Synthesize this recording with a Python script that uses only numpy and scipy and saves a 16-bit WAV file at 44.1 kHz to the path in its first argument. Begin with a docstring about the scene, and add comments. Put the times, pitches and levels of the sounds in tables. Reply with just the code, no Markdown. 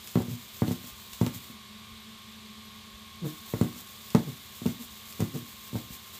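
"""A six-legged robot walks on a whiteboard lying on a carpet, rests for under two seconds and walks on.
Its plastic feet thump and skid by ringing the board; joints and servos add clicks, short bursts of noise.
The servos rasp in grains of noise while they move and buzz in low pulses while they hold the pose.
Small cooling fans whine as steady tones over rushing air in a quiet room."""
import sys
import numpy as np
from scipy import signal
from scipy.fft import rfft, irfft, next_fast_len
from scipy.io import wavfile

SR = 44100
rng = np.random.default_rng(int(sys.argv[2]) if len(sys.argv) > 2 else 0)


def digitize_waveform(pressure):
    """Quantize a signal to 16-bit integers and store it at the path in sys.argv[1].

    Rows of a 2-D input are taken as channels; values are limited to [-1, 1].
    """
    field = np.atleast_2d(pressure).T
    bounded = np.clip(field, -1, 1)
    quanta = np.round(bounded * 32767).astype(np.int16)
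    wavfile.write(sys.argv[1], SR, quanta)


N = 272962   # length in samples
TIME = np.arange(N) / SR   # seconds


def from_db(db):
    """Turn decibels into a gain."""
    return 10 ** (np.asarray(db) / 20)


def rms_one(x):
    """Scale to an rms (average strength) of one."""
    return x / np.sqrt(np.mean(x ** 2) + 1e-20)


def in_time(rows):
    """Draw straight lines between table rows: one value per sample for each column."""
    start_s, *columns = np.transpose(rows)
    return [np.interp(TIME, start_s, column) for column in columns]


def at_hz(points, hz):
    """Read a table at any pitch, with pitch spaced in octaves (a log scale)."""
    table_hz, value = np.transpose(points)
    return np.interp(np.log(np.maximum(hz, 1)), np.log(table_hz), value)


def cut(x, hz, kind, order=2):
    """Filter away the sound outside a range of pitch (Butterworth filter)."""
    safe_hz = np.clip(hz, 10, .45 * SR)
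    sections = signal.butter(order, safe_hz, kind, fs=SR, output="sos")
    return signal.sosfilt(sections, x + 1e-18)


def drift(rate_hz):
    """Wander smoothly by chance around zero, with an rms of one."""
    hz = np.fft.rfftfreq(N, 1 / SR)
    slowed = rfft(rng.standard_normal(N)) / (1 + (hz / rate_hz) ** 2)
    return rms_one(irfft(slowed, N))


def coloured(x, spectrum):
    """Shape the spectrum of a sound; white noise keeps its power."""
    size = next_fast_len(N + 4096)   # spare room at the end
    gain = from_db(at_hz(spectrum, np.fft.rfftfreq(size, 1 / SR)))
    return irfft(rfft(x, size) * rms_one(gain), size)[:N]


def add(out, start_s, sound):
    """Mix a sound in at its start time."""
    i = max(0, round(start_s * SR))
    out[i:i + len(sound)] += sound[:N - i]


def tone(hz):
    """Play a sine of rms one that follows a pitch curve."""
    return np.sqrt(2) * np.sin(2 * np.pi * np.cumsum(hz) / SR)


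# the robot stands still between these times; it winds down slowly and sets off at once
REST_FROM_S, REST_TO_S = 1.544, 3.24
STOP_S, START_S = 0.091, .025   # length of each change


def walking():
    """Return 1 while the robot walks and 0 while it rests."""
    before_rest = np.clip((REST_FROM_S - TIME) / STOP_S + .5, 0, 1)
    after_rest = np.clip((TIME - REST_TO_S) / START_S + .5, 0, 1)
    return before_rest + after_rest


# three legs swap with the other three about twice a second:
# changeover_s (when the weight changes over), effort_db, stretch (times the usual duration)
STRIDES = [(0.166, -1, 0.9), (.7, .5, 1.04), (1.225, .7, 0.78), (3.11, -1.5, 1.0), (3.615, 1, 1.02),
           (4.155, -3, 0.88), (4.67, -.3, 0.92), (5.205, 1.1, 0.96), (5.77, 1, 0.99), (6.28, 1.5, 1.08)]
# the servo moves of every stride, lower, take the weight, lift, swing, before effort and stretch:
# middle_s (from the changeover), length_s, rasp_db
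SERVO_MOVES = [(-.105, 0.13, -48.5), (.01, 0.2, -48.5), (0.171, 0.098, -46), (.305, 0.12, -54.5)]
# spectrum of the rasp: pitch_hz, level_db (per Hz)
RASP_COLOUR = [(500, 3), (1500, 0.5), (2600, 2.5), (3600, 7.5), (4800, 4.5), (5800, 3), (7200, 8),
               (9000, 2), (11000, 1.5), (13500, 10), (15500, 6)]
WALK_RASP_DB = -51.5   # small corrections between moves, before the trim


def gears(trim_db=0.6, grain_db=1.5, grain_rate_hz=450, flutter_db=1.0):
    """Gear teeth rasp in fine grains, swelling and fading with each move; at rest they fall silent."""
    power = from_db(WALK_RASP_DB) ** 2
    for changeover_s, effort_db, stretch in STRIDES:
        for middle_s, length_s, rasp_db in SERVO_MOVES:
            move_time = (TIME - changeover_s) / stretch - middle_s
            progress = np.clip(move_time / length_s + .5, 0, 1)
            swell = from_db(effort_db + rasp_db) * np.sin(np.pi * progress)
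            power = power + swell ** 2
    grain_level_db = grain_db * drift(grain_rate_hz) + flutter_db * drift(29)
    grains = rms_one(rng.standard_normal(N) * from_db(grain_level_db))
    return from_db(trim_db) * coloured(walking() * np.sqrt(power) * grains, RASP_COLOUR)


HOLD_HZ = 218.2   # middle pitch of the holding buzz
BUZZ_WALK_DB, BUZZ_REST_DB = -63, -55.5   # base levels, walking and at rest
# overtones of the buzz: multiple (of its pitch), level_db
HOLD_ORDERS = [(1, 2), (2, -15.5), (3, -26)]
# spectrum of the pulse ticks: pitch_hz, level_db (per Hz)
TICK_COLOUR = [(1000, -24), (3500, -5), (6000, -16), (7200, 2), (11000, -17), (13200, 7), (14500, -4)]


def holding_buzz(tick_db=-6.0, waver=0.0099, sway_db=2.5, beat_depth=0.31, beat_hz=10):
    """Drive pulses hold the legs still: a low, beating buzz with thin regular ticks, loudest at rest."""
    level_db = BUZZ_REST_DB + (BUZZ_WALK_DB - BUZZ_REST_DB) * walking()
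    hz = HOLD_HZ * (1 + waver * drift(8.2))
    buzz = sum(from_db(db) * tone(round(multiple) * hz) for multiple, db in HOLD_ORDERS)
    # the speed of the beating wanders around beat_hz
    beat = 1 + beat_depth * tone(beat_hz * (1 + .5 * drift(6)))
    sway = from_db(sway_db * drift(15))
    # noise that dies away afresh in every pulse
    pulse_fade = np.exp(-7 * (HOLD_HZ * TIME % 1))
    ticks = rms_one(coloured(rng.standard_normal(N) * pulse_fade, TICK_COLOUR))
    return from_db(level_db) * (beat * sway * buzz + from_db(tick_db) * ticks)


# two fans: start_s, first_hz, first_db, second_hz, second_db (blade tones, before waver and flicker)
FANS = [(0, 1072, -68.5, 1119, -78), (.8, 1072, -62, 1100, -71), (1.75, 1069, -64.5, 1118, -62),
        (2.6, 1076, -63.5, 1115, -66.5), (3.4, 1081, -59.5, 1104, -62.5), (4.3, 1080, -65, 1110, -65),
        (5.1, 1067, -63, 1118, -64.5), (6.19, 1066, -61.5, 1113, -69)]
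# steady hum and whine, before waver and flicker: pitch_hz, level_db
HUM = [(86, -64), (119, -67), (193.8, -66), (387.6, -71.5), (985, -72), (1193.5, -67), (2147, -69),
       (2234, -71.5), (2385, -71), (3345, -68)]
# spectrum of the rushing air: pitch_hz, level_db (per Hz)
AIR_COLOUR = [(25, 3.5), (45, -1), (80, 8.5), (125, -0.5), (170, -1.5), (300, -10.5), (700, -9), (1500, -7),
              (2600, -4.5), (3600, 1.5), (5500, -10), (7200, -11.5), (11000, -17), (13200, -17),
              (15000, -38)]
AIR_DB = -50.5   # level of the air


def fans(flicker_db=2.5):
    """Blade tones and motor hum waver a little over a smooth rush of air."""
    first_hz, first_db, second_hz, second_db = in_time(FANS)
    lines = [(first_hz, first_db), (second_hz, second_db)] + list(HUM)
    speed = 1 + .002 * drift(10)
    flicker = flicker_db * drift(15)
    out = from_db(AIR_DB) * coloured(rng.standard_normal(N), AIR_COLOUR)
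    # shifting the same waver in time keeps the tones from moving together
    shifts = rng.integers(0, N, len(lines))
    for (hz, db), shift in zip(lines, shifts):
        level = from_db(db + np.roll(flicker, shift))
        out += level * tone(hz * np.roll(speed, shift))
    return out


# short clicks: plastic joints, and a few sharp bits of the servos' rasp: start_s, level_db
CLICKS = [(0.074, -34), (.155, -38.5), (.6796, -35), (0.718, -38), (1.133, -35), (1.215, -35.5),
          (1.2646, -32), (3.6131, -32), (4.104, -37), (4.1493, -28), (4.662, -32), (5.125, -38),
          (5.2046, -30.5), (5.7614, -42)]
# spectrum of a click: pitch_hz, level_db (per Hz)
CLICK_COLOUR = [(900, -22), (2000, 1.5), (3500, 4.5), (5000, 0.5), (7500, 2), (10500, -4), (14000, -5)]


def clicks(crack_t60_s=0.0071, rattle_db=-13, rattle_t60_s=0.19):
    """Slack closing in a joint, or a sharp bit of rasp: a crack and a short rattle of fading noise."""
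    level, t = np.zeros(N), TIME[:SR // 8]
    crack = from_db(-60 * t / crack_t60_s)   # t60: time to fade by 60 dB
    rattle = from_db(rattle_db - 60 * t / rattle_t60_s)
    for start_s, db in CLICKS:
        add(level, start_s, from_db(db) * (crack + rattle))
    return coloured(level * rng.standard_normal(N), CLICK_COLOUR)


# ringing tones (modes) of the board: pitch_hz, level_db (before the spot's effect), t60_s (60 dB fade)
BOARD_MODES = [(59, -10, 0.16), (112.6, -19, 0.25), (122.8, -14, 0.23), (143.8, -8.5, 0.11),
               (175, -7.5, 0.058), (186.5, -12.5, 0.12), (219.2, -9, 0.11), (240.1, -9.5, 0.19),
               (274.8, -28.5, 0.38), (306.8, -19, 0.27), (341.8, -14, 0.13), (366, -18.5, 0.089),
               (413.4, -22, 0.11), (443, -14, 0.066), (508, -26, 0.15), (547, -29, 0.22), (582, -25, 0.076),
               (667.3, -27.5, 0.15), (741.6, -25.5, 0.11), (790, -28, 0.065), (903, -16.5, 0.039),
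               (1003, -24.5, 0.071), (1095, -34, 0.14), (1287, -40, 0.13), (1300, -33, 0.15),
               (1524, -48, 0.052), (1992, -27.5, 0.067), (2027, -32.5, 0.39)]


def board(force, sharp_hz, spot, shape_db=5.0, spread_hz=480, knock_db=-22, knock_t60_s=0.19,
          knock_hz=(650, 2100)):
    """A force rings the board's modes, each made stronger or weaker by the spot it hits."""
    t = TIME[:len(force)]
    # most upper modes lie too close to tell apart and make a short knock
    knock = rms_one(cut(rng.standard_normal(len(t)), knock_hz, "band"))
    ring = from_db(knock_db - 60 * t / knock_t60_s) * knock
    for k, (hz, db, t60_s) in enumerate(BOARD_MODES):
        spot_db = shape_db * np.cos(np.pi * (k + 1) * spot)
        ring = ring + from_db(db + spot_db - 60 * t / t60_s) * np.sin(2 * np.pi * hz * t)
    sound = signal.fftconvolve(force, ring)[:len(t)]
    # a soft push lasts longer and loses the highs
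    sound = cut(sound, sharp_hz, "low", order=1)
    sound = cut(sound, sharp_hz * 1.56, "low", order=1)
    # bending waves spread out: the highs arrive ahead of the lows
    pole = np.exp(-2 * np.pi * spread_hz / SR)
    return signal.lfilter([-pole, 1], [1, -pole], sound)


# pushes on the board: footfalls, soft lift-offs and fresh swells of the board's ringing:
# start_s, strength_db, sharpness_hz, spot (across the board, 0-1)
PUSHES = [(0.1561, -15, 1330, .35), (0.1721, -18, 960, .51), (.203, -22, 940, .75), (0.2817, -26, 287, .72),
          (.62, -14.5, 1610, .61), (.6814, -21.5, 630, .75), (.7097, -22.5, 1140, .73),
          (0.8411, -38.5, 720, .25), (1.2128, -13, 930, 0.66), (1.23, -26.5, 990, .75),
          (1.2661, -23.5, 2740, .49), (1.358, -29.5, 180, .65), (1.4991, -40, 690, 0.25),
          (3.5372, -18.5, 1520, .14), (3.612, -13.5, 1030, 0.82), (3.6461, -28.5, 3000, .52),
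          (3.7625, -42.5, 1140, .255), (4.1477, -10, 680, 0.59), (4.1528, -12, 1290, .12),
          (4.6177, -30, 690, .22), (4.6572, -21, 990, .54), (4.6617, -16.5, 600, 0.93),
          (5.1942, -31, 650, .28), (5.2038, -22, 3000, .43), (5.222, -16.5, 462, 0.9),
          (5.7296, -30.5, 507, .5), (5.745, -25.5, 350, 0.39), (5.7549, -21.5, 1010, 0.11),
          (5.903, -34, 180, 0.27)]
# a loaded foot sticks and slips:
# start_s, length_s, slips_per_s, strength_db, sharpness_hz, spot (across the board, 0-1)
SKIDS = [(.289, 0.072, 125, -30, 190, 0.46), (3.212, 0.045, 174, -28.5, 260, .8),
         (3.2369, 0.038, 155, -27, 1010, .42), (4.256, 0.054, 145, -27.5, 282, 0.72),
         (4.787, 0.035, 231, -37, 210, 0.84), (5.332, 0.047, 141, -28, 497, .73),
         (5.372, 0.07, 122, -39, 220, 0.42)]


def pushes_and_skids(leak_hz=88, unevenness=0.058):
    """Each push is one impulse on the board, each skid a swelling and fading run of small ones."""
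    out, t, grip = np.zeros(N), TIME[:SR // 2], drift(80)
    for start_s, db, sharp_hz, spot in PUSHES:
        push = signal.unit_impulse(len(t))
        add(out, start_s, from_db(db) * board(push, sharp_hz, spot))
    for start_s, length_s, rate, db, sharp_hz, spot in SKIDS:
        # a slip happens each time the count reaches a new whole number
        wobble = unevenness * np.interp(start_s + t, TIME, grip)
        slips = np.diff(np.floor(rate * t + .5 + wobble), prepend=0)
        swell = np.sin(np.pi * np.minimum(t / length_s, 1))
        add(out, start_s, from_db(db) * board(slips * swell, sharp_hz, spot))
    # the deepest sound leaks round the board's edge
    return cut(out, leak_hz, "high", order=4)


# a leg that lands stiffly clacks: start_s, level_db
CLACKS = [(0.6207, -33), (4.1485, -23.5), (4.1532, -27.5)]
# ringing tones of the hollow plastic leg: pitch_hz, level_db, t60_s (60 dB fade)
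LEG_MODES = [(875, -2.5, 0.028), (1030, -3, 0.016), (1230, -6.5, 0.023), (1896, -18.5, .07)]


def legs():
    """A stiff landing rings the plastic leg for a moment."""
    out, t = np.zeros(N), TIME[:SR // 8]
    ring = sum(from_db(db - 60 * t / t60_s) * np.sin(2 * np.pi * hz * t) for hz, db, t60_s in LEG_MODES)
    for start_s, db in CLACKS:
        add(out, start_s, from_db(db) * ring)
    return out


# the board lifts and settles on the carpet with a soft low bump: start_s, level_db
BUMPS = [(.92, -43), (1.126, -45), (1.912, -44), (2.68, -48), (2.935, -43), (4.906, -48), (5.91, -43)]


def bumps(hz=58, rise_s=0.0079):
    """The whole board makes a few slow swings that rise and die away."""
    out, t = np.zeros(N), TIME[:SR // 4]
    swell = t / rise_s * np.exp(1 - t / rise_s)
    for start_s, db in BUMPS:
        add(out, start_s, from_db(db) * swell * np.sin(2 * np.pi * hz * t))
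    return out


# how fast the room's tail dies: pitch_hz, t60_s (60 dB fade)
ROOM_T60 = [(100, 0.37), (400, 0.27), (2000, 0.22), (12000, 0.099)]


def room(x, tail_db=-13, build_s=0.0047, tail_low_hz=300):
    """A carpeted room adds a short tail of fading noise that dies fastest in the treble."""
    t, tail = TIME[:SR // 2], 0
    edges = np.geomspace(60, 16000, 9)   # eight bands of pitch, in Hz
    for low, high in zip(edges, edges[1:]):
        t60_s = at_hz(ROOM_T60, np.sqrt(low * high))
        band = cut(rng.standard_normal(len(t)), [low, high], "band")
        tail = tail + band * from_db(-60 * t / t60_s)
    tail = cut(tail * (1 - np.exp(-t / build_s)), tail_low_hz, "high", order=1)
    tail = tail / np.sqrt(np.sum(tail ** 2))
    return x + from_db(tail_db) * signal.fftconvolve(x, tail)[:N]


def scene():
    """Mix the robot, its board and its fans; pushes, skids, clacks and clicks also get the room's tail."""
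    knocks = room(pushes_and_skids() + legs() + clicks())
    mix = knocks + bumps() + gears() + holding_buzz() + fans()
    return mix[None]   # one channel


def record(dry):
    """The small microphone loses the deepest bass; the top is cut steeply."""
    sound = cut(dry, 58, "high")
    top_cut = signal.ellip(12, .1, 80, 15450, fs=SR, output="sos")   # cut above 15450 Hz
    return signal.sosfilt(top_cut, sound)


dry = scene()
out = record(dry)
digitize_waveform(out)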